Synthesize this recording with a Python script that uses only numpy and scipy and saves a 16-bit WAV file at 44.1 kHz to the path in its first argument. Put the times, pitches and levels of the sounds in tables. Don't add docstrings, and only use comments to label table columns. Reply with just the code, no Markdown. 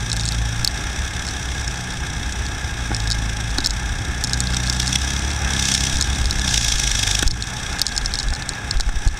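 import sys
import numpy as np
from scipy import signal
from scipy.fft import rfft, irfft
from scipy.io import wavfile
from scipy.ndimage import uniform_filter1d

SR = 44100
rng = np.random.default_rng(int(sys.argv[2]) if len(sys.argv) > 2 else 0)


def output_pcm(signal):
    pcm = np.clip(np.atleast_2d(signal).T, -1, 1) * 32767
    wavfile.write(sys.argv[1], SR, np.round(pcm).astype(np.int16))


def invert_db(x):
    u = np.asarray(x, float) / 20
    return 10 ** u


N = 405279


def rms_one(x):
    return x / np.sqrt(np.mean(x ** 2) + 1e-20)


def in_time(rows):
    s, *columns = np.transpose(rows)
    return [np.interp(np.arange(N) / SR, s, c) for c in columns]


def spectrum_db(hz, rows):
    table_hz, table_db = np.transpose(rows)
    return np.interp(np.log(hz), np.log(table_hz), table_db)


def resonance_db(hz, centre_hz, width_hz, top_db):
    return top_db / (1 + (2 * (hz - centre_hz) / width_hz) ** 2)


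def bump(s, ms):
    out = np.zeros(N)
    first, last = int((s - ms / 200) * SR), int((s + ms / 200) * SR)
    near = np.arange(max(first, 0), min(last, N))
    out[near] = np.exp(-.5 * ((near / SR - s) * 1000 / ms) ** 2)
    return out


def drift(rate_hz):
    step = 40
    r = np.exp(-2 * np.pi * step * rate_hz / SR)
    noise = rng.standard_normal(N // step + 2002)
    slow = signal.lfilter([1], [1, -2 * r, r * r], noise)[2000:]
    return np.interp(np.arange(N) / step, np.arange(len(slow)), rms_one(slow))


def colour(x, spectrum, peaks=()):
    size = 2 ** 15
    hz = np.maximum(np.arange(size // 2 + 1) * SR / size, 1)
    db = spectrum_db(hz, spectrum) + sum(resonance_db(hz, *peak) for peak in peaks)
    cepstrum = irfft(db * np.log(10) / 20, size)
    cepstrum[1:size // 2] *= 2
    cepstrum[size // 2 + 1:] = 0
    response = irfft(np.exp(rfft(cepstrum)), size)
    return rms_one(signal.fftconvolve(x, response)[:N])


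def highpass(x, order, hz):
    return signal.sosfilt(signal.butter(order, hz, "high", fs=SR, output="sos"), x)


def ring(seconds, sizes, hz, t60_s):
    clicks = np.full(N, 1e-18)
    np.add.at(clicks, (seconds * SR).astype(int), sizes)
    r, w = invert_db(-60 / (t60_s * SR)), 2 * np.pi * hz / SR
    return signal.lfilter([0, np.sin(w)], [1, -2 * r * np.cos(w), r * r], clicks)


# time_s, turns_per_s
CRANK_SPEED = [(0.0, 28.23), (0.528, 27.89), (0.762, 31.83), (1.235, 35.38), (1.684, 30.44), (2.703, 31.66),
               (2.955, 27.1), (3.469, 27.41), (3.6, 32.3), (4.3, 30.75), (4.812, 30.67), (5.269, 36.05),
               (5.711, 32.43), (6.274, 36.11), (6.714, 26.25), (7.2, 24.61), (7.39, 30.9), (9.19, 32.48)]


def crank_speed():
    flywheel_s = .16
    return uniform_filter1d(in_time(CRANK_SPEED)[0], size=int(flywheel_s * SR), mode="nearest")


# start_s, length_s, sharpness_db
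PULLS = [(0, 0.67, -30), (1.764, 0.21, -32.5), (2.787, 0.74, -31), (3.62, 0.55, -39), (4.227, 0.77, -29.5),
         (5.04, 0.34, -34.5), (5.513, 0.504, -30), (5.974, 0.6, -36), (6.423, 0.25, -29),
         (6.99, 0.4, -34.5), (7.5, 1.2, -42)]


def pulling():
    edge_s, coast_db = 0.039, -50.5
    t = np.arange(N) / SR

    def held(s, length_s):
        inside_s = np.minimum(t - s, s + length_s - t)
        return np.clip(inside_s / edge_s + .5, 0, 1)

    return coast_db + np.max([held(s, length_s) * (db - coast_db) for s, length_s, db in PULLS], axis=0)


# time_s, chatter_db
SHAKING = [(0, -36.5), (1.2, -35.5), (2.8, -38), (3.2, -36.5), (4.2, -37.5), (4.7, -32), (4.95, -30),
           (5.4, -34.5), (5.7, -24.5), (6.05, -31.5), (6.4, -32.5), (6.55, -23.5), (6.9, -27.5),
           (7.15, -25.5), (7.3, -34.5), (7.75, -35.5), (8.6, -41.5), (9.19, -33)]


def shaking():
    return in_time(SHAKING)[0]


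# time_s, level_db
SWAY_LEVEL = [(0, -43), (1.3, -37.5), (3.7, -38), (5.4, -50), (6.7, -30.5), (7.5, -41.5), (8.1, -26),
              (8.75, -52), (9.19, -38)]
# time_s, level_db
RUMBLE_LEVEL = [(0, -26), (1.3, -30), (2.6, -26.5), (3.2, -31), (4, -22), (4.6, -29), (6.3, -22), (6.8, -28.5),
                (7.2, -31), (7.33, -12), (7.45, -30), (8.6, -30.5), (8.8, -25.5), (9.0, -30), (9.19, -25)]
# freq_hz, density_db_per_hz
SWAY_SPECTRUM = [(6, -46), (12, -10), (20, -12), (35, -4), (50, -1.5), (80, -37), (250, -57), (3000, -110)]
# freq_hz, density_db_per_hz
RUMBLE_SPECTRUM = [(24, -34), (40, -12.5), (64, -3), (91, -11), (123, -9), (156, -18.5), (450, -32),
                   (500, -54), (650, -72), (1100, -120)]
# freq_hz, width_hz, lift_db
TRACK_HUM = [(57.5, 11, 6)]


def running_gear():
    sway_db, = in_time(SWAY_LEVEL)
    track_db, = in_time(RUMBLE_LEVEL)
    sway = colour(rng.standard_normal(N) * invert_db(4 * drift(8)), SWAY_SPECTRUM)
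    rumble = colour(rng.standard_normal(N) * invert_db(1.3 * drift(12.0)), RUMBLE_SPECTRUM, TRACK_HUM)
    rumble_db = track_db - 0.3 * (pulling() + 32.5) - 4.5
    return invert_db(sway_db + 5.5) * sway + invert_db(rumble_db) * rumble


# freq_hz, density_db_per_hz
SIZZLE_SPECTRUM = [(2500, -35), (3800, -3), (4600, 3), (6000, 12), (8000, -3), (9500, -7), (11000, -21),
                   (16000, -45)]
# freq_hz, width_hz, lift_db
SIZZLE_RINGS = [(3600, 500, 11), (5940, 370, -8)]


def sizzle():
    sizes = invert_db(1.5 * np.minimum(rng.exponential(1, N), 5))
    grains = sizes * rng.standard_normal(N) * invert_db(1.5 * drift(40))
    level_db = -39.5 + 1.92 * (shaking() + 31.5)
    return invert_db(level_db) * colour(grains, SIZZLE_SPECTRUM, SIZZLE_RINGS)


# start_s, peak_db, contact_sharpness_hz
KNOCKS = [(2.907, -20, 330), (2.9165, -22.5, 1000), (3.586, -22.5, 1100), (3.589, -24, 450),
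          (3.654, -32, 900), (7.2292, -26.5, 2000), (7.2285, -17, 330), (8.3261, -30.5, 2200),
          (8.8, -27, 2200), (8.891, -25.5, 1510), (9.072, -26.5, 1000)]
# freq_hz, level_db, t60_s
KNOCK_MODES = [(215, -2, 0.023), (279, 0.5, 0.091), (327, 5.5, 0.03), (384, -2.5, .02), (470, 5, 0.0075),
               (603, -5, 0.01), (820, 12.5, 0.031), (1130, 5, 0.046), (1490, 19, 0.021), (1725, 15, 0.024),
               (2100, -4, .01)]


def knocks():
    s, db, contact_hz = np.transpose(KNOCKS)
    luck = rng.standard_normal((len(s), len(KNOCK_MODES)))
    out = np.zeros(N)
    for k, (hz, mode_db, t60_s) in enumerate(KNOCK_MODES):
        reach = np.minimum(3 * hz / contact_hz, 1) / (1 + (hz / contact_hz) ** 2)
        out -= ring(s, invert_db(db + mode_db - 3.5 + 0.65 * luck[:, k]) * reach, hz, t60_s)
    return out


# centre_s, level_db, width_ms, direction
JOLTS = [(.6, -16, 9.0, 1), (3.595, -14, 6.0, 1), (5.95, -13, 8.0, 1), (6.21, -15, 4.0, 1),
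         (6.75, -14, 7.0, 1), (7.267, -4, 3.5, 1), (7.281, -7, 4.0, -1), (7.292, -4, 5.0, -1),
         (8.275, -18, 5.0, 1), (8.31, -12, 4.0, 1), (8.32, -14, 3.0, -1), (8.762, -7, 4.5, 1),
         (8.772, -9, 3.5, -1), (8.785, -16, 4.0, 1), (8.797, -5, 6.0, -1), (8.871, -6, 5.0, -1),
         (8.881, -7, 3.5, 1), (8.893, -4, 6.0, -1), (8.96, -15, 4.0, 1), (8.972, -7, 4.0, -1),
         (8.985, -9, 5.0, -1), (9.0705, 2, 2.8, 1), (9.084, -1, 5.0, -1), (9.136, -9, 4.0, 1),
         (9.146, -12, 5.0, -1)]


def jolts():
    push = sum(way * invert_db(db) * bump(s, ms) for s, db, ms, way in JOLTS)
    return highpass(push, 1, 8)


# start_s, peak_db
CRACKS = [(0.165, -33), (0.3207, -31), (0.6464, -22), (0.6744, -24), (3.1018, -32), (3.5848, -32),
          (3.6701, -23), (3.7065, -38), (4.2383, -26), (4.3326, -34), (4.4034, -35), (4.6974, -35),
          (6.0097, -32), (6.3086, -29), (6.6458, -24), (7.2275, -22), (7.816, -19), (7.8655, -35),
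          (7.9773, -42), (8.1873, -44), (8.4906, -41), (8.8074, -32)]


def cracks():
    s, db = np.transpose(CRACKS)
    return highpass(ring(s, invert_db(db + 11.5), hz=11300, t60_s=0.0015), 2, 9000)


STOPS_HZ = [
    3680,
    4660,
    5030,
    5600,
]
# start_s, peak_db
FOOT_TICKS = [(.1165, -15), (.1605, -25), (.1962, -17), (.3215, -18), (.6753, -7.5), (3.074, -20),
              (3.1127, -13.5), (3.581, -30), (3.5838, -13), (3.6042, -17), (3.6441, -17), (4.4716, -18),
              (6.0023, -22), (6.1492, -19.5), (7.9232, -20), (8.0133, -28), (8.1199, -27), (8.2011, -18),
              (8.2846, -19), (8.4227, -24), (8.5351, -25), (8.7716, -20)]
SIDE_TICKS = [(.2346, -26), (2.465, -23), (3.0025, -25), (3.12, -15), (4.6981, -12), (6.309, -10),
              (6.3948, -18), (7.3094, -13.5), (7.424, -14.5), (7.8161, -6.5), (8.1383, -16.5),
              (8.1987, -20), (8.3603, -24), (8.808, -9.5), (9.086, -19), (0.2776, -25), (1.7578, -30),
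              (1.9232, -30), (3.1292, -24), (3.6653, -26), (3.6967, -25), (5.314, -25), (4.545, -20),
              (4.638, -24.5), (4.6596, -28), (4.6745, -23), (4.82, -21), (4.9172, -29), (4.9476, -25),
              (4.4108, -29), (4.5253, -28), (3.5128, -40), (3.504, -28), (6.242, -26), (6.385, -27),
              (6.491, -18), (6.9053, -24), (7.7275, -24), (8.0932, -35), (7.8212, -21), (7.8805, -19),
              (8.3506, -22)]
FACE_TICKS = [(0.28, -25), (0.647, -10), (2.9464, -17.5), (3.1024, -17), (3.6482, -16), (3.6607, -11.5),
              (3.6709, -11.5), (3.707, -16), (4.239, -14), (4.333, -15), (4.7265, -19.5), (4.8713, -20),
              (4.878, -18.5), (6.011, -12.5), (6.2564, -17.5), (6.7835, -17), (7.277, -10), (7.3142, -16),
              (7.787, -24), (7.7947, -19.5), (7.8664, -10.5), (7.891, -25), (7.964, -20), (7.978, -12),
              (8.059, -15.5), (8.1547, -21), (8.188, -13.5), (8.2297, -21), (8.3364, -16), (8.4917, -11.5),
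              (8.7104, -15.5)]
TIP_TICKS = [(.0061, -27.5), (0.0992, -21), (0.1295, -14.5), (0.166, -21), (0.2105, -24.5), (0.2542, -19),
             (0.2615, -21), (0.288, -14), (0.7765, -29), (1.2672, -25), (1.2771, -27), (1.2871, -23),
             (1.6784, -24), (2.3236, -25), (2.9656, -23), (4.2455, -18), (4.2724, -22), (4.296, -24),
             (4.3417, -24), (4.4041, -13.5), (5.6538, -16), (5.74, -13), (5.9695, -20), (6.0243, -13),
             (6.6227, -23), (8.3044, -25), (8.7992, -17), (8.8916, -28), (9.0756, -14.5)]
# freq_hz, level_db, t60_s
FITTING_MODES = [(3880, -6.5, 0.011), (4410, 0.5, 0.0048), (4700, -46, 0.013), (5273, -8, 0.016),
                 (5330, -7, 0.013), (6640, -4, 0.011), (7690, 4.5, 0.003), (8760, -1.5, 0.0065)]


def ticks():
    tables = FOOT_TICKS, SIDE_TICKS, FACE_TICKS, TIP_TICKS
    events = [(s, db, hz) for hz, rows in zip(STOPS_HZ, tables) for s, db in rows]
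    s, db, stop_hz = np.transpose(events)
    luck = rng.standard_normal((len(s), len(FITTING_MODES) + 2))
    out = np.zeros(N)
    for k, (mode_hz, mode_db, t60_s) in enumerate(FITTING_MODES):
        near_db = -15 * np.abs(np.log2(mode_hz / stop_hz)) + 2.0 * luck[:, k]
        sizes = invert_db(db + mode_db + near_db + 9.0) * (-1) ** k
        out += ring(s + .00015 * np.abs(luck[:, k + 1]), sizes, mode_hz, t60_s)
        wobble_s = .0013 * (1 + .3 * np.tanh(luck[:, k]))
        out += ring(s + wobble_s, .35 * sizes * np.sign(luck[:, k + 1]), mode_hz, t60_s)
        out += ring(s + 0.0052, 0.14 * sizes, mode_hz, t60_s)
    out = signal.sosfilt(signal.butter(4, 10000, fs=SR, output="sos"), out)
    edge_db = db - 17.5 + 0.4 * (db + 11) + 1.5 * luck[:, -1]
    out += ring(s, invert_db(edge_db), 10040, 0.004)
    return highpass(out, 4, 3300)


# centre_s, length_s
CHANGEOVERS = [
    (.62, .2),
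    (2.92, .3),
]


def beat(turns, sharpness, spread_db, second):
    luck = rng.standard_normal((400, 3))[np.floor(turns + .25).astype(int)]
    angle = 2 * np.pi * (turns + 0.012 * luck[:, 1])

    def lobe(a):
        return np.exp(sharpness * (np.cos(a + .1 * (np.cos(a) - 1)) - 1))

    t = np.arange(N) / SR
    changed = sum(np.clip((t - s) / length_s + .5, 0, 1) for s, length_s in CHANGEOVERS)
    other = np.abs((changed + 1) % 2 - 1)
    second = second * np.clip(1 + .35 * luck[:, 2], 0, 2)
    first_lobe = (1 - other + other * second) * lobe(angle)
    second_lobe = (other + (1 - other) * second) * lobe(angle + np.pi)
    return (first_lobe + second_lobe) * np.clip(1 + spread_db * luck[:, 0] / 10, 0, 2)


# freq_hz, density_db_per_hz
DRONE_SPECTRUM = [(200, 0), (350, -6), (550, -9.5), (1000, -9.5), (1400, -3), (2300, 3), (3200, -24),
                  (5000, -27.5), (9000, -59), (16000, -35)]
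CHATTER_SPECTRUM = [(1200, -26.5), (2200, 2), (3200, -11), (4300, -11), (5500, 0), (7000, -9),
                    (9000, -13.5), (10500, -21), (13000, -27), (16500, -45)]
# freq_hz, width_hz, lift_db
PLATES = [(705.6, 21, 5), (799, 223, 7), (840, 54, 5.5), (1617, 40, 8), (1655, 30, 5), (1730, 68, 6),
          (1940, 171, -11), (2100, 37, -0.5), (2220, 99, 2), (2297, 240, -13.5), (2838, 38, -24),
          (3330, 220, 11.5), (3712, 510, 11), (4400, 830, -1.5), (4670, 670, -1.5), (5840, 140, 8.5),
          (3644, 105, 2), (2720, 210, 1.5), (2980, 120, 2), (7800, 500, 5), (8760, 670, 5)]
# centre_s, level_db
SLAMS = [(4.569, -15.5), (4.801, -13), (4.958, -11), (4.93, -17), (5.019, -26), (5.106, -28), (5.136, -24),
         (5.536, -25), (5.596, -21), (5.626, -18), (5.72, -21), (5.751, -9), (5.839, -23), (5.928, -31),
         (6.481, -21), (6.5415, -23), (6.577, -19), (6.725, -22), (6.8, -18), (6.84, -20), (6.878, -29),
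         (6.955, -33), (7.077, -13), (7.113, -20), (7.152, -22), (5.567, -31), (5.688, -26), (5.779, -18),
         (5.809, -25), (5.87, -31), (5.9, -38), (6.648, -32), (6.686, -25), (6.917, -19), (6.996, -25),
         (7.036, -16), (7.192, -14), (7.227, -12)]
# centre_s, lift_db, width_ms
FLEXES = [(0.798, 1, 190), (3.05, 1, 290), (4.7, 1, 590), (5.48, 4.5, 52), (6.3, 1, 270), (7.1, 2, 62),
          (7.78, 3, 50), (8.55, 1.5, 68), (9.17, 4.5, 94)]


def hull(turns):
    chatter_db = shaking()
    drone_db = -33 + 0.18 * (chatter_db + 38.0) + 0.11 * (crank_speed() - 31)
    drone_db = drone_db + sum(db * bump(s, ms) for s, db, ms in FLEXES)
    depth_db = 14.5 + .1 * (chatter_db + 13.0)
    swell = beat(turns, sharpness=2.1 + .15 * (chatter_db + 34), spread_db=.7, second=.44)

    grain_sizes = invert_db(1.6 * np.minimum(rng.exponential(1, N), 4)) * rng.choice([-1, 1], N)
    grains = grain_sizes * (rng.random(N) < 9000 / SR)
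    rattle = rms_one(grains) + .5 * rng.standard_normal(N)
    buzz = rattle * invert_db(depth_db * swell + .8 * drift(36))
    hum = rng.standard_normal(N) * invert_db(0.17 * depth_db * swell + 0.8 * drift(34))

    def even(x):
        return x / np.sqrt(uniform_filter1d(x ** 2, size=6000))

    slams = sum(invert_db(db - 2.5) * bump(s, ms=1.7) for s, db in SLAMS)
    strength = invert_db(chatter_db + 3.5) * even(buzz) + slams * rattle
    chatter = np.std(strength) * colour(strength, CHATTER_SPECTRUM, PLATES)
    chatter = chatter + invert_db(-3.0 + .8 * (chatter_db + 28)) * highpass(chatter, 2, 14000)
    return chatter + invert_db(drone_db + 1.0) * colour(even(hum), DRONE_SPECTRUM, PLATES)


# time_s, firing_db
EFFORT = [(0, -30), (.15, -29), (.45, -25.5), (.7, -36), (.95, -32), (1.3, -34), (1.6, -31), (2.2, -36),
          (2.6, -32), (3.0, -24), (3.45, -25), (3.75, -40), (4.5, -24), (6.2, -28), (6.6, -24), (7.15, -26),
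          (7.4, -41), (9.19, -42)]
FIRING_OVERTONES_DB = [0, -5.5, -14, -22.5]
UNEVEN_ORDERS_DB = [-3, -1, -1, -6, -1, -9]
# freq_hz, lift_db
SILENCER = [(100, 4), (130, -1), (165, -3.5), (190, 1.5), (240, -1), (275, 4), (310, -5)]


def exhaust(turns):
    firing_db, = in_time(EFFORT)
    sharp_db, speed = pulling(), crank_speed()
    uneven_db = -43.5 + .4 * (speed - 30) + .6 * (firing_db + 20.5)

    def order(k, db):
        lag = np.arctan(2 * (k * speed - 148) / 26) + np.pi / 2
        level = invert_db(db + .8 * drift(6)) * np.sqrt(2)
        phase = 2 * np.pi * k * turns + np.pi - .3 * k - lag + .005 * k * k * drift(4)
        return level * np.cos(phase)

    out = order(2, firing_db)
    for k, db in zip(range(4, 12, 2), FIRING_OVERTONES_DB):
        out = out + order(k, sharp_db + db + spectrum_db(k * speed, SILENCER))
    for k, db in zip(range(1, 12, 2), UNEVEN_ORDERS_DB):
        pipe_db = resonance_db(k * speed, centre_hz=118, width_hz=45, top_db=14.0)
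        out = out + order(k, uneven_db + db + pipe_db)
    return out


def scene():
    turns = .19 + np.cumsum(crank_speed()) / SR
    background = running_gear() + sizzle()
    hits = knocks() + jolts() + cracks() + ticks()
    return (background + hits + hull(turns) + exhaust(turns))[None]


def band_limit(x):
    return signal.sosfilt(signal.butter(12, 16500, fs=SR, output="sos"), x)


def record(dry):
    power = uniform_filter1d(dry[0] ** 2, size=700)
    over_db = np.maximum(10 * np.log10(power + 1e-9) + 17.8, 0)
    ramp_db = 40 * np.arange(N) / SR
    duck_db = uniform_filter1d(np.maximum.accumulate(0.71 * over_db + ramp_db) - ramp_db, size=300)
    late = np.arange(N) - 500
    x = np.interp(late, np.arange(N), invert_db(-duck_db)) * dry
    x = x / (1 + (x / .74) ** 8) ** .125
    x = signal.sosfilt(signal.cheby2(10, 45, 16350, fs=SR, output="sos"), x)
    return band_limit(x)


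dry = scene()
out = record(dry)
output_pcm(out)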